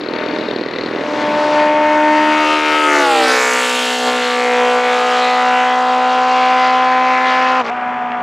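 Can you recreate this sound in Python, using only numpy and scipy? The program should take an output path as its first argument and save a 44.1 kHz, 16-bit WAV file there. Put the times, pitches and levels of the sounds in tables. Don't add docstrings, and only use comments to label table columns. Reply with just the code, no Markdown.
import sys
import numpy as np
from scipy import signal
from scipy.fft import rfft, irfft, next_fast_len
from scipy.io import wavfile
from scipy.ndimage import uniform_filter1d

SR = 44100
rng = np.random.default_rng(int(sys.argv[2]) if len(sys.argv) > 2 else 0)


def output_pcm(signal):
    pcm = np.clip(np.atleast_2d(signal).T, -1, 1) * 32767
    wavfile.write(sys.argv[1], SR, np.round(pcm).astype(np.int16))


N = 362502

# (frequency [Hz], level [dB])
RUMBLE_EQ = [(70, -31), (100, -9), (125, -6), (170, -5), (230, -2.5), (320, -32)]
DEEP_RUMBLE_EQ = [(15, -20), (25, -3.5), (40, -10.5), (65, -1), (90, -7), (110, -29)]
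# (time [s], rumble [dB], deep rumble [dB])
WIND_RIDE = [(0, -52, -59), (.85, -38.5, -57), (1.1, -42, -58), (1.45, -35.5, -53), (1.85, -44.5, -50),
             (2.5, -47.5, -53), (3.4, -55, -57), (4, -55, -63), (5.1, -60, -65), (6, -59, -62),
             (7.2, -53.5, -60), (7.8, -46.5, -68), (8.22, -41, -64)]

# (time [s], thump [dB], rattle [dB])
SINGLES_RIDE = [(0, -27, -38.5), (.15, -22.5, -37.5), (.35, -22, -35.5), (.43, -23, -36), (.49, -22.5, -34),
                (.55, -22.5, -35.5), (.62, -25, -38), (.7, -26, -37), (.78, -24, -35.5),
                (.87, -24.5, -34.5), (.92, -23.5, -39), (1, -23, -40), (1.2, -26.5, -45), (2.3, -37, -63),
                (2.8, -68, -96)]
# (frequency [Hz], width [Hz], level [dB])
THUMP_RESONANCES = [(266, 139, 0), (444, 236, 1), (640, 277, -6)]
RATTLE_RESONANCES = [(3600, 600, -4), (4350, 450, -2), (5400, 740, -18.5)]
# (time [s], level against the rattle [dB])
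RING_RIDE = [(0, -4), (.5, -15), (.6, -8), (.66, 5), (.74, 4), (.79, 3), (.83, -6), (.9, -8), (1, 3),
             (1.1, -10), (1.5, -10)]

# (left delay [s], right delay [s], level [dB])
HEDGE_TAPS = [(0.018, 0.021, -39), (0.032, 0.032, -28), (.058, .071, -31.5)]
# (time [s], left over right [dB])
BIKE_PAN = [(0, 8), (1.3, 3), (2.06, 3), (2.72, 3.5), (2.95, 3), (3.15, -0.5), (3.35, -0.2), (3.66, 0.5),
            (5, 1.34), (6.5, 1.05), (8.22, 1.2)]
# (time [s], firing rate [Hz])
FIRING_RATE = [(0, 268.2), (.4, 267.3), (.55, 259.4), (.85, 259.4), (1.02, 262.5), (1.5, 264.1),
               (2.54, 271.5), (2.8, 272.9), (3.1, 273.2), (3.5, 276.1), (4.12, 276.3), (4.3, 275),
               (4.6, 275.3), (6, 282), (6.8, 285.2), (7.6, 287), (7.63, 262), (7.65, 256), (7.665, 266),
               (7.69, 258), (7.72, 275.8), (7.9, 276), (8.22, 271.5)]
# (time [s], firing note [dB], 2nd harmonic [dB], 3rd [dB], 4th [dB], burble [dB], bark [dB], rasp [dB])
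EXHAUST_RIDE = [(0, -25, -45, -46, -49, -44, -40.5, -43), (.15, -44, -30, -34, -52, -43, -34.5, -42),
                (.35, -27, -29, -37, -52, -39, -32, -39.5), (.7, -38, -48, -45, -42, -37, -34, -44.5),
                (1, -32, -25.5, -39, -51, -32, -28, -38), (1.2, -22, -21.5, -26, -45, -24.5, -24, -30.5),
                (1.4, -23.5, -15.5, -21.5, -42, -22.5, -22, -29),
                (1.75, -21, -14, -17.5, -45, -24, -19.5, -34),
                (2.15, -15, -16.5, -15, -37, -24, -16, -31.5),
                (2.5, -19.5, -24, -21, -21, -22.5, -15, -27.5),
                (2.8, -21.5, -26, -22.5, -35, -23, -14, -26), (3, -20, -26, -20.5, -23, -15.5, -9, -23),
                (3.1, -28, -43, -16, -26, -18, -11.5, -25), (3.22, -27, -40, -17.5, -48, -14.5, -10, -23.5),
                (3.3, -25, -24, -23.5, -38, -17, -8.5, -21.5), (3.4, -31.5, -24, -35, -52, -17.5, -12, -21),
                (3.75, -27, -24.5, -32, -46, -23.5, -19, -21),
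                (3.97, -26, -24.5, -26.5, -45, -23.5, -20, -21.5),
                (4.09, -25, -21.5, -22.5, -43, -21.5, -18.5, -24.5),
                (4.25, -26.5, -20, -26.5, -41, -27, -19, -25),
                (4.42, -26, -17.5, -22.5, -34, -24.5, -17.5, -27),
                (4.62, -25, -13, -19.5, -25, -22, -17, -27.5), (5, -29, -17.5, -20, -31.5, -23, -15, -26),
                (5.5, -26.5, -22, -16, -22.5, -24, -17, -26.5),
                (6, -26, -22, -17, -23.5, -24, -17.5, -28.5),
                (6.5, -26.5, -22.5, -15.5, -19.5, -26.5, -17.5, -26.5),
                (7, -25.5, -23.5, -16.5, -17.5, -27, -16.5, -30),
                (7.3, -26, -23, -18.5, -19, -26.5, -14.5, -28),
                (8.22, -23.5, -22.5, -20, -18.5, -26, -17.5, -34.5)]
# (time [s], width [s], gain [dB])
EXHAUST_SWAYS = [(1.602, 0.045, 2.5), (2.62, .04, -2), (3.98, 0.018, -1), (4.08, 0.019, 2),
                 (4.82, 0.018, -2), (5.75, 0.088, -1), (7.2, 0.033, -1.5)]
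# (time [s], two low notes [dB], two high notes [dB], burble [dB], bark and rasp [dB])
SHIFT_DUCK = [(7.612, -2, 1, -1, -2), (7.63, -12, -17, -5, -14), (7.642, -8, -18, -2, -11),
              (7.655, -10, -22, 0, -5), (7.69, -8, -21, 1, -5), (7.705, -3, -1, -0.5, -1)]
PART_THROTTLE_TRIM = [-5.5, -17, -1, -10, -3.5, -7, -15.5]
# (order [multiple of the cycle rate, rounded when played],
# far in front [dB], near [dB], abreast [dB], just past [dB], far behind [dB])
ORDERS_BY_VIEW = [(2, -40, -45, -41, -43.5, -36), (3, -14.5, -23, -23.5, -40, -32.5),
                  (5, -16.5, -11, -5, -25, -29), (6, -32, -12, -19, -36, -26.5), (7, -12, -11, 1, -12, -14),
                  (9, -13.5, -9, -1, -17.5, -16.5), (10, -8, -35, -37, -19, -9.5),
                  (11, -14.5, -19, -8.5, -16.5, -11), (13, -6, -29, -11, -14.5, -12),
                  (14, -10, -14, -20, -18, -5), (15, -8.5, -23, -11, -10, -10),
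                  (17, -5.5, -3.5, -19, -10, -8), (18, -22, -19, -16, -50, -52.5),
                  (19.2, -10, -10, -17, -4, -6), (20, -3, -22, -4, -24, -4.5),
                  (21, -16, -10.5, -6, -11.5, -9.5), (22, -12.5, -34, -35, -8, -7.5),
                  (23, -33, -20, -19, -10, -15), (23.51, -3, -11.5, -7.5, -9.5, -6),
                  (25, -9, -20, -31, -17, -14.5), (26, -28, -16, -20, -10, -21.5),
                  (27, -11, -18, -14.5, -16, -8.5), (28, -20, -12, -5.5, -7, -46),
                  (29, -7, -11, -15, -12, -13), (30, -46, -29, -17, -45, -17), (31, -20, -13, -5, -10, -18),
                  (32, -27, -34, -25, -17, -9.5), (33.38, -9, -12.5, -17, -10, -27.5)]
VIEW_ALONG_ROAD = [(-41, 0), (-22, 1), (-9, 1), (-2.7, 2), (5.3, 2), (12.5, 3), (47, 3), (69, 4)]
JET_LEVELS = [-4, -5.5, 2, 0]
# (frequency [Hz], level [dB])
RASP_EQ = [(2400, -11.5), (2800, -4), (3600, -3), (4500, -5.5), (5600, -10), (6500, -14), (8000, -27.5)]
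ROAR_EQ = [(120, -32.5), (250, -11.5), (500, -5), (1000, -2.5), (1500, -1.5), (2100, -3.5), (2800, -7.5),
           (3600, -19.5)]
HISS_BEHIND_EQ = [(3290, -30), (5000, -3), (5800, -3), (7460, 0.5), (8300, -6), (8950, -12), (9700, -8),
                  (10200, -12), (10700, -16), (12300, -18), (15600, -30)]
HISS_AHEAD_EQ = [(3290, -31), (5000, -6), (6500, -1.5), (8500, -8), (11000, -15.5), (15600, -31)]
# (time [s], width [s], frequency [Hz], width [Hz], gain [dB])
SNARL_MOVES = [(3.02, 0.035, 4500, 1500, -3), (3.2, .04, 3900, 900, 5), (3.31, .05, 4900, 1000, 5),
               (3.45, 0.072, 7200, 2000, 1), (3.5, .07, 3900, 1200, -3), (3.75, .1, 2640, 800, -0.5),
               (4.02, 0.054, 2230, 900, -6.5), (4.3, 0.054, 3730, 1200, 3), (4.45, 0.046, 3830, 1200, -3),
               (4.7, 0.04, 3200, 900, 2.5), (4.8, 0.054, 3660, 1000, -4), (5.27, 0.058, 3470, 1200, 3),
               (5.55, .06, 2600, 500, 4), (5.65, 0.09, 4350, 1500, -2), (5.7, 0.16, 1610, 500, 3),
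               (5.9, 0.13, 2170, 500, -7.5), (6.0, .1, 3300, 1200, 2), (6.38, 0.087, 2320, 500, 5.5),
               (6.45, 0.077, 3600, 900, 1), (6.6, 0.06, 2070, 400, 8), (6.65, .06, 4700, 1000, 5),
               (6.76, .08, 3170, 500, 4.5), (6.88, 0.094, 4400, 1500, -2.5), (7.15, 0.098, 2160, 500, 5.5),
               (7.15, 0.063, 3300, 800, -3), (7.3, 0.038, 3400, 700, 7), (7.4, 0.092, 4600, 900, 2.5),
               (7.48, 0.06, 2900, 500, 5.5), (8, .2, 2800, 1200, -4)]
# (time [s], level [dB])
OVERLOAD_RIDE = [(0, -70), (4.9, -59), (5.3, -35), (5.6, -40), (5.85, -37), (6.3, -45), (6.55, -37),
                 (6.75, -55), (7.03, -55), (7.08, -32), (7.3, -29.5), (7.56, -32), (7.6, -70), (8.22, -70)]
# (time [s], level [dB])
POP_CUES = [(7.651, -18), (7.6674, -22), (7.6824, -11), (8.1193, -10)]
# (frequency [Hz], width [Hz], level [dB])
POP_RESONANCES = [(1300, 740, 4), (2800, 680, 5.5), (4600, 1600, -18)]

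SPEED_M_S, ROADSIDE_M, PASS_S, SOUND_M_S = 40.5, 8.75, 3.115, 343
SHUT_S = 7.7
NOTE_LAG_RAD = .5
CONTROL_STEP = 64


def from_db(db):
    return 10 ** (np.asarray(db) / 20)


def rms_one(x):
    return x / np.sqrt(np.mean(x ** 2) + 1e-20)


def automation(rows):
    times, *columns = np.transpose(rows)
    return [np.interp(np.arange(N) / SR, times, column) for column in columns]


def butter(order, hz, kind="low"):
    return signal.butter(order, hz, kind, fs=SR, output="sos")


def drift(rate_hz, count):
    pole = np.exp(-2 * np.pi * rate_hz * CONTROL_STEP / SR)
    noise = rng.standard_normal((count, N // CONTROL_STEP + 1002))
    slow = signal.lfilter([1], [1, -2 * pole, pole * pole], noise)[:, 1000:]
    return slow / slow.std(axis=1, keepdims=True)


def linked_drift(rate_hz, count, shared):
    own = drift(rate_hz, count)
    common = 3 * uniform_filter1d(drift(rate_hz, count), size=9, axis=0)
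    return np.sqrt(1 - shared) * own + np.sqrt(shared) * common


def glide(slow):
    return np.interp(np.arange(N) / CONTROL_STEP, np.arange(len(slow)), slow)


def coloured(x, eq):
    hz, db = np.transpose(eq)
    size = next_fast_len(N)
    grid = np.maximum(np.fft.rfftfreq(size, 1 / SR), 1)
    gain = from_db(np.interp(np.log(grid), np.log(hz), db, left=-120, right=-120))
    return rms_one(irfft(rfft(x, size) * gain)[:N])


def resonate(x, modes):
    out = 0
    for k, (hz, width_hz, db) in enumerate(modes):
        r = np.exp(-np.pi * width_hz / SR)
        gain = (1 - r * r) / 2 * (-1) ** k * from_db(db)
        poles = [1, -2 * r * np.cos(2 * np.pi * hz / SR), r * r]
        out = out + signal.lfilter([gain, 0, -gain], poles, x)
    return out


def pan(x, pan_db, band_hz):
    middle = signal.sosfiltfilt(butter(2, band_hz, "band"), x)
    return x + np.tanh(np.log(from_db(pan_db)) / 2) * middle * [[1], [-1]]


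def wind():
    layers = zip((RUMBLE_EQ, DEEP_RUMBLE_EQ), automation(WIND_RIDE), drift(2.5, count=2))
    return sum(coloured(rng.standard_normal(N), eq) * from_db(db + 2.5 * glide(gust))
               for eq, db, gust in layers)


def firing_clicks(hz, first_s, scatter_db):
    turns = np.arange(1, N + 1) * hz / SR - hz * first_s
    fired = np.diff(np.floor(turns), prepend=np.floor(turns[0])) > 0
    return fired * from_db(scatter_db * rng.standard_normal(N)) + 1e-18


def singles():
    thump_db, rattle_db = automation(SINGLES_RIDE)
    slower = firing_clicks(hz=40.03, first_s=.0364, scatter_db=1.2)
    faster = firing_clicks(hz=45.2, first_s=.0195, scatter_db=-3)
    thump = rms_one(resonate(from_db(5) * slower + faster, THUMP_RESONANCES))
    breath = from_db(-5.5) * rms_one(resonate(rng.standard_normal(N), THUMP_RESONANCES))
    thump = from_db(thump_db) * signal.sosfilt(butter(2, 130, "high"), thump + breath)
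    bursts = signal.lfilter([1], [1, -np.exp(-1 / (.0032 * SR))], slower)
    blows = signal.sosfilt(butter(4, 7000), bursts * rng.standard_normal(N) + 5 * slower)
    ring = rms_one(resonate(blows + 12 * slower, [(1970, 120, 0)]))
    ring *= from_db(automation(RING_RIDE)[0])
    whirr = from_db(-6) * rms_one(resonate(rng.standard_normal(N), RATTLE_RESONANCES))
    rattle = rms_one(resonate(blows, RATTLE_RESONANCES)) + ring + whirr
    rattle = from_db(rattle_db) * signal.sosfilt(butter(4, 8000), rattle)
    return pan(thump, pan_db=-7.5, band_hz=(450, 1100)) + pan(rattle, pan_db=5.5, band_hz=(1200, 8000))


def hedge_echoes(bike):
    dull = signal.sosfilt(butter(2, (700, 11000), "band"), bike)
    echoes = np.zeros((2, N))
    for *delays_s, db in HEDGE_TAPS:
        for side, delay_s in enumerate(delays_s):
            lag = round(delay_s * SR)
            echoes[side, lag:] += from_db(db) * dull[:-lag]
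    return echoes


def moving_air(x, far_m, depth_db=.9, reach_m=74):
    edges_hz = (1100, 1600, 2200, 2900, 3800, 5000, 7000, 11000)
    swell_db = depth_db * np.minimum(far_m / reach_m, 1)
    bands = [signal.sosfilt(butter(1, edges, "band"), x) for edges in zip(edges_hz, edges_hz[1:])]
    swells = drift(4.2, len(bands))
    return x + sum((from_db(swell_db * glide(swell)) - 1) * band for swell, band in zip(swells, bands))


def road_bounce(x, past_m, far_m, doppler, upright_pipe_m=.28, ear_m=1.3, reach_m=21):
    pipe_m = upright_pipe_m * np.clip(1 + .018 * past_m, .5, 1)
    delay_s = 2 * pipe_m * ear_m / far_m / SOUND_M_S / doppler
    strength = .62 / (1 + (far_m / reach_m) ** 4)
    dull = signal.sosfiltfilt(butter(1, 8500), x)
    bounce = np.interp(np.arange(N) - delay_s * SR, np.arange(N), dull)
    return (x + strength * bounce) / np.sqrt(1 + strength ** 2)


def pass_by():
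    sent_s = np.arange(-SR, N + SR) / SR
    far_m = np.hypot(ROADSIDE_M, SPEED_M_S * (sent_s - PASS_S))
    heard_s = sent_s + (far_m - ROADSIDE_M) / SOUND_M_S
    sent_s = np.interp(np.arange(N) / SR, heard_s, sent_s)
    past_m = SPEED_M_S * (sent_s - PASS_S)
    return past_m, np.hypot(ROADSIDE_M, past_m), np.gradient(sent_s) * SR


def overload_crackle(cycle, accents_db=(-4, -29, -9.5, -30), scatter_db=3):
    pulse = (cycle * 4 / (2 * np.pi)).astype(int)
    db = np.array(accents_db)[pulse % 4] + scatter_db * rng.standard_normal(pulse[-1] + 1)[pulse]
    clicks = (np.diff(pulse, prepend=0) > 0) * from_db(db + automation(OVERLOAD_RIDE)[0]) + 1e-18
    return signal.sosfilt(butter(4, 9000, "high"), clicks)


def pops():
    clicks = np.full(N, 1e-18)
    for s, db in POP_CUES:
        clicks[round(s * SR)] = from_db(db + 13)
    return resonate(clicks, POP_RESONANCES)


def gas_jets(cycle, sharpness=1.7, scatter_db=2):
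    noise = rng.standard_normal((3, N))
    firing = (cycle * 4 / (2 * np.pi) + .5).astype(int)
    db = np.array(JET_LEVELS)[firing % 4] + scatter_db * rng.standard_normal(firing[-1] + 1)[firing]
    surge = from_db(db) * np.exp(sharpness * (np.cos(4 * cycle) - 1))
    return noise * (.73 + surge)


def pipe_hiss(jet, rasp_db, past_m, far_m, shut):
    air_loss_db = np.minimum(.12 * far_m, 17.5)
    shade_db = 3 * np.maximum(-past_m / far_m, 0)
    db = rasp_db - 2.5 - air_loss_db - shade_db + 5.5 * shut
    behind = np.clip(.58 + past_m / far_m, 0, 1)
    hiss = behind * coloured(jet, HISS_BEHIND_EQ) + (1 - behind) * coloured(jet, HISS_AHEAD_EQ)
    top = signal.sosfiltfilt(butter(2, 9500, "high"), hiss)
    top_gain = from_db(.48 * (db + 32.5))
    return from_db(db) * (hiss + (top_gain - 1) * top)


def snarl(x):
    t = np.arange(N) / SR
    out = x.copy()
    for s, width_s, hz, width_hz, db in SNARL_MOVES:
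        gain = from_db(db * np.exp(-((t - s) / width_s) ** 2 / 2))
        out += (gain - 1) * resonate(x, [(hz, width_hz, 0)])
    return out


def partials(cycle, orders, db, waver_db, spread_rad, wander_rad, shared):
    orders = np.round(orders)
    gains = from_db(db + waver_db * linked_drift(3.34, len(orders), shared)[:, :db.shape[1]])
    gains /= np.sqrt(uniform_filter1d((gains ** 2).sum(axis=0), size=60) / 2)
    scatter = spread_rad * rng.standard_normal(len(orders))
    in_step = np.pi - NOTE_LAG_RAD * (orders / 4 - 1) + .39 * scatter
    phases = np.where(orders % 4 == 0, in_step, scatter)
    phases = phases[:, None] + wander_rad * linked_drift(6.6, len(orders), shared)
    return sum(glide(gain) * np.cos(order * cycle + glide(phase))
               for order, gain, phase in zip(orders, gains, phases))


def pipe_orders(past_m, top_by_view_db=(-20.5, -17, -12.5, -12, -15.5)):
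    top = np.arange(ORDERS_BY_VIEW[-1][0] + 1, 43)
    top_db = -.47 * (top - top[0]) + 4 * (np.round(top) % 4 == 0)
    top_rows = np.c_[top, np.add.outer(top_db, top_by_view_db)]
    rows = np.r_[ORDERS_BY_VIEW, top_rows]
    view = np.interp(past_m, *np.transpose(VIEW_ALONG_ROAD))
    return rows[:, 0], np.array([np.interp(view, np.arange(5), row) for row in rows[:, 1:]])


def uneven_pipes(cycle, past_m, shut):
    orders, db = pipe_orders(past_m[::CONTROL_STEP])
    tilt_db = -21.5 * np.maximum(orders - 17, 0) / 25
    db += np.outer(tilt_db, shut[::CONTROL_STEP])
    low = orders < 16.5
    burble = partials(cycle, orders[low], db[low],
                      waver_db=2, spread_rad=1.32, wander_rad=.25, shared=.19)
    bark = partials(cycle, orders[~low], db[~low],
                    waver_db=2.5, spread_rad=.78, wander_rad=.45, shared=.33)
    high = np.arange(43, 80)
    edge_db = 7.9 * (high % 4 == 0) + 2.3 * (high % 2) - .43 * (high - high[0])
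    edge_db = np.outer(edge_db, np.ones(db.shape[1]))
    edge = partials(cycle, high, edge_db, waver_db=3, spread_rad=.6, wander_rad=.21, shared=.4)
    return burble, bark, edge


def firing_notes(cycle, notes_db, shut):
    flutter, depth_db = drift(30, count=4), .53 + 1.5 * shut
    notes = 0
    for k, db in enumerate(notes_db):
        gain = np.sqrt(2) * from_db(db + depth_db * glide(flutter[k]))
        notes = notes + gain * np.cos(4 * (k + 1) * cycle - NOTE_LAG_RAD * k)
    return notes


def throttle_ride():
    t = np.arange(N) / SR
    sway_db = sum(db * np.exp(-((t - s) / width_s) ** 2 / 2) for s, width_s, db in EXHAUST_SWAYS)
    duck_db = np.array(automation(SHIFT_DUCK))[[0, 0, 1, 1, 2, 3, 3]]
    trim_db = np.outer(PART_THROTTLE_TRIM, np.clip((t - SHUT_S) / .0047, 0, 1))
    return np.array(automation(EXHAUST_RIDE)) + sway_db + duck_db + trim_db


def motorcycle():
    past_m, far_m, doppler = pass_by()
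    cycle = 2 * np.pi * np.cumsum(doppler * automation(FIRING_RATE)[0] / 4) / SR
    shut = np.arange(N) > SHUT_S * SR
    *notes_db, burble_db, bark_db, rasp_db = throttle_ride()
    notes = firing_notes(cycle, notes_db, shut)
    burble, bark, edge = uneven_pipes(cycle, past_m, shut)
    rasp_jet, roar_jet, hiss_jet = gas_jets(cycle)
    grit_db = .1509 * np.maximum(-past_m, 0) + .0345 * np.maximum(past_m, 0)
    grit_db += 3 * shut + 3 * np.exp(-(past_m / 9) ** 2)
    rasp = from_db(1.5 - .7 * grit_db) * edge + from_db(-3.5) * coloured(rasp_jet, RASP_EQ)
    roar = from_db(grit_db - 12.3) * coloured(roar_jet, ROAR_EQ)
    bark = from_db(-.4 * grit_db) * bark + roar
    hiss = pipe_hiss(hiss_jet, rasp_db, past_m, far_m, shut)
    upper = from_db(bark_db) * bark + from_db(rasp_db) * rasp + hiss
    upper = snarl(moving_air(upper, far_m))
    upper = road_bounce(upper, past_m, far_m, doppler)
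    return notes - from_db(burble_db) * burble - upper + pops() + overload_crackle(cycle)


def scene():
    bike = motorcycle()
    background = singles() + hedge_echoes(bike) + wind()
    return background + pan(bike, automation(BIKE_PAN)[0], band_hz=(700, 13000))


def record(dry, ceiling=.97):
    rounded = dry / (1 + (dry / ceiling) ** 6) ** (1 / 6)
    thinned = signal.sosfilt(butter(1, 55, "high"), rounded)
    return signal.sosfilt(signal.cheby2(16, 70, 16150, fs=SR, output="sos"), thinned)


dry = scene()
out = record(dry)
output_pcm(out)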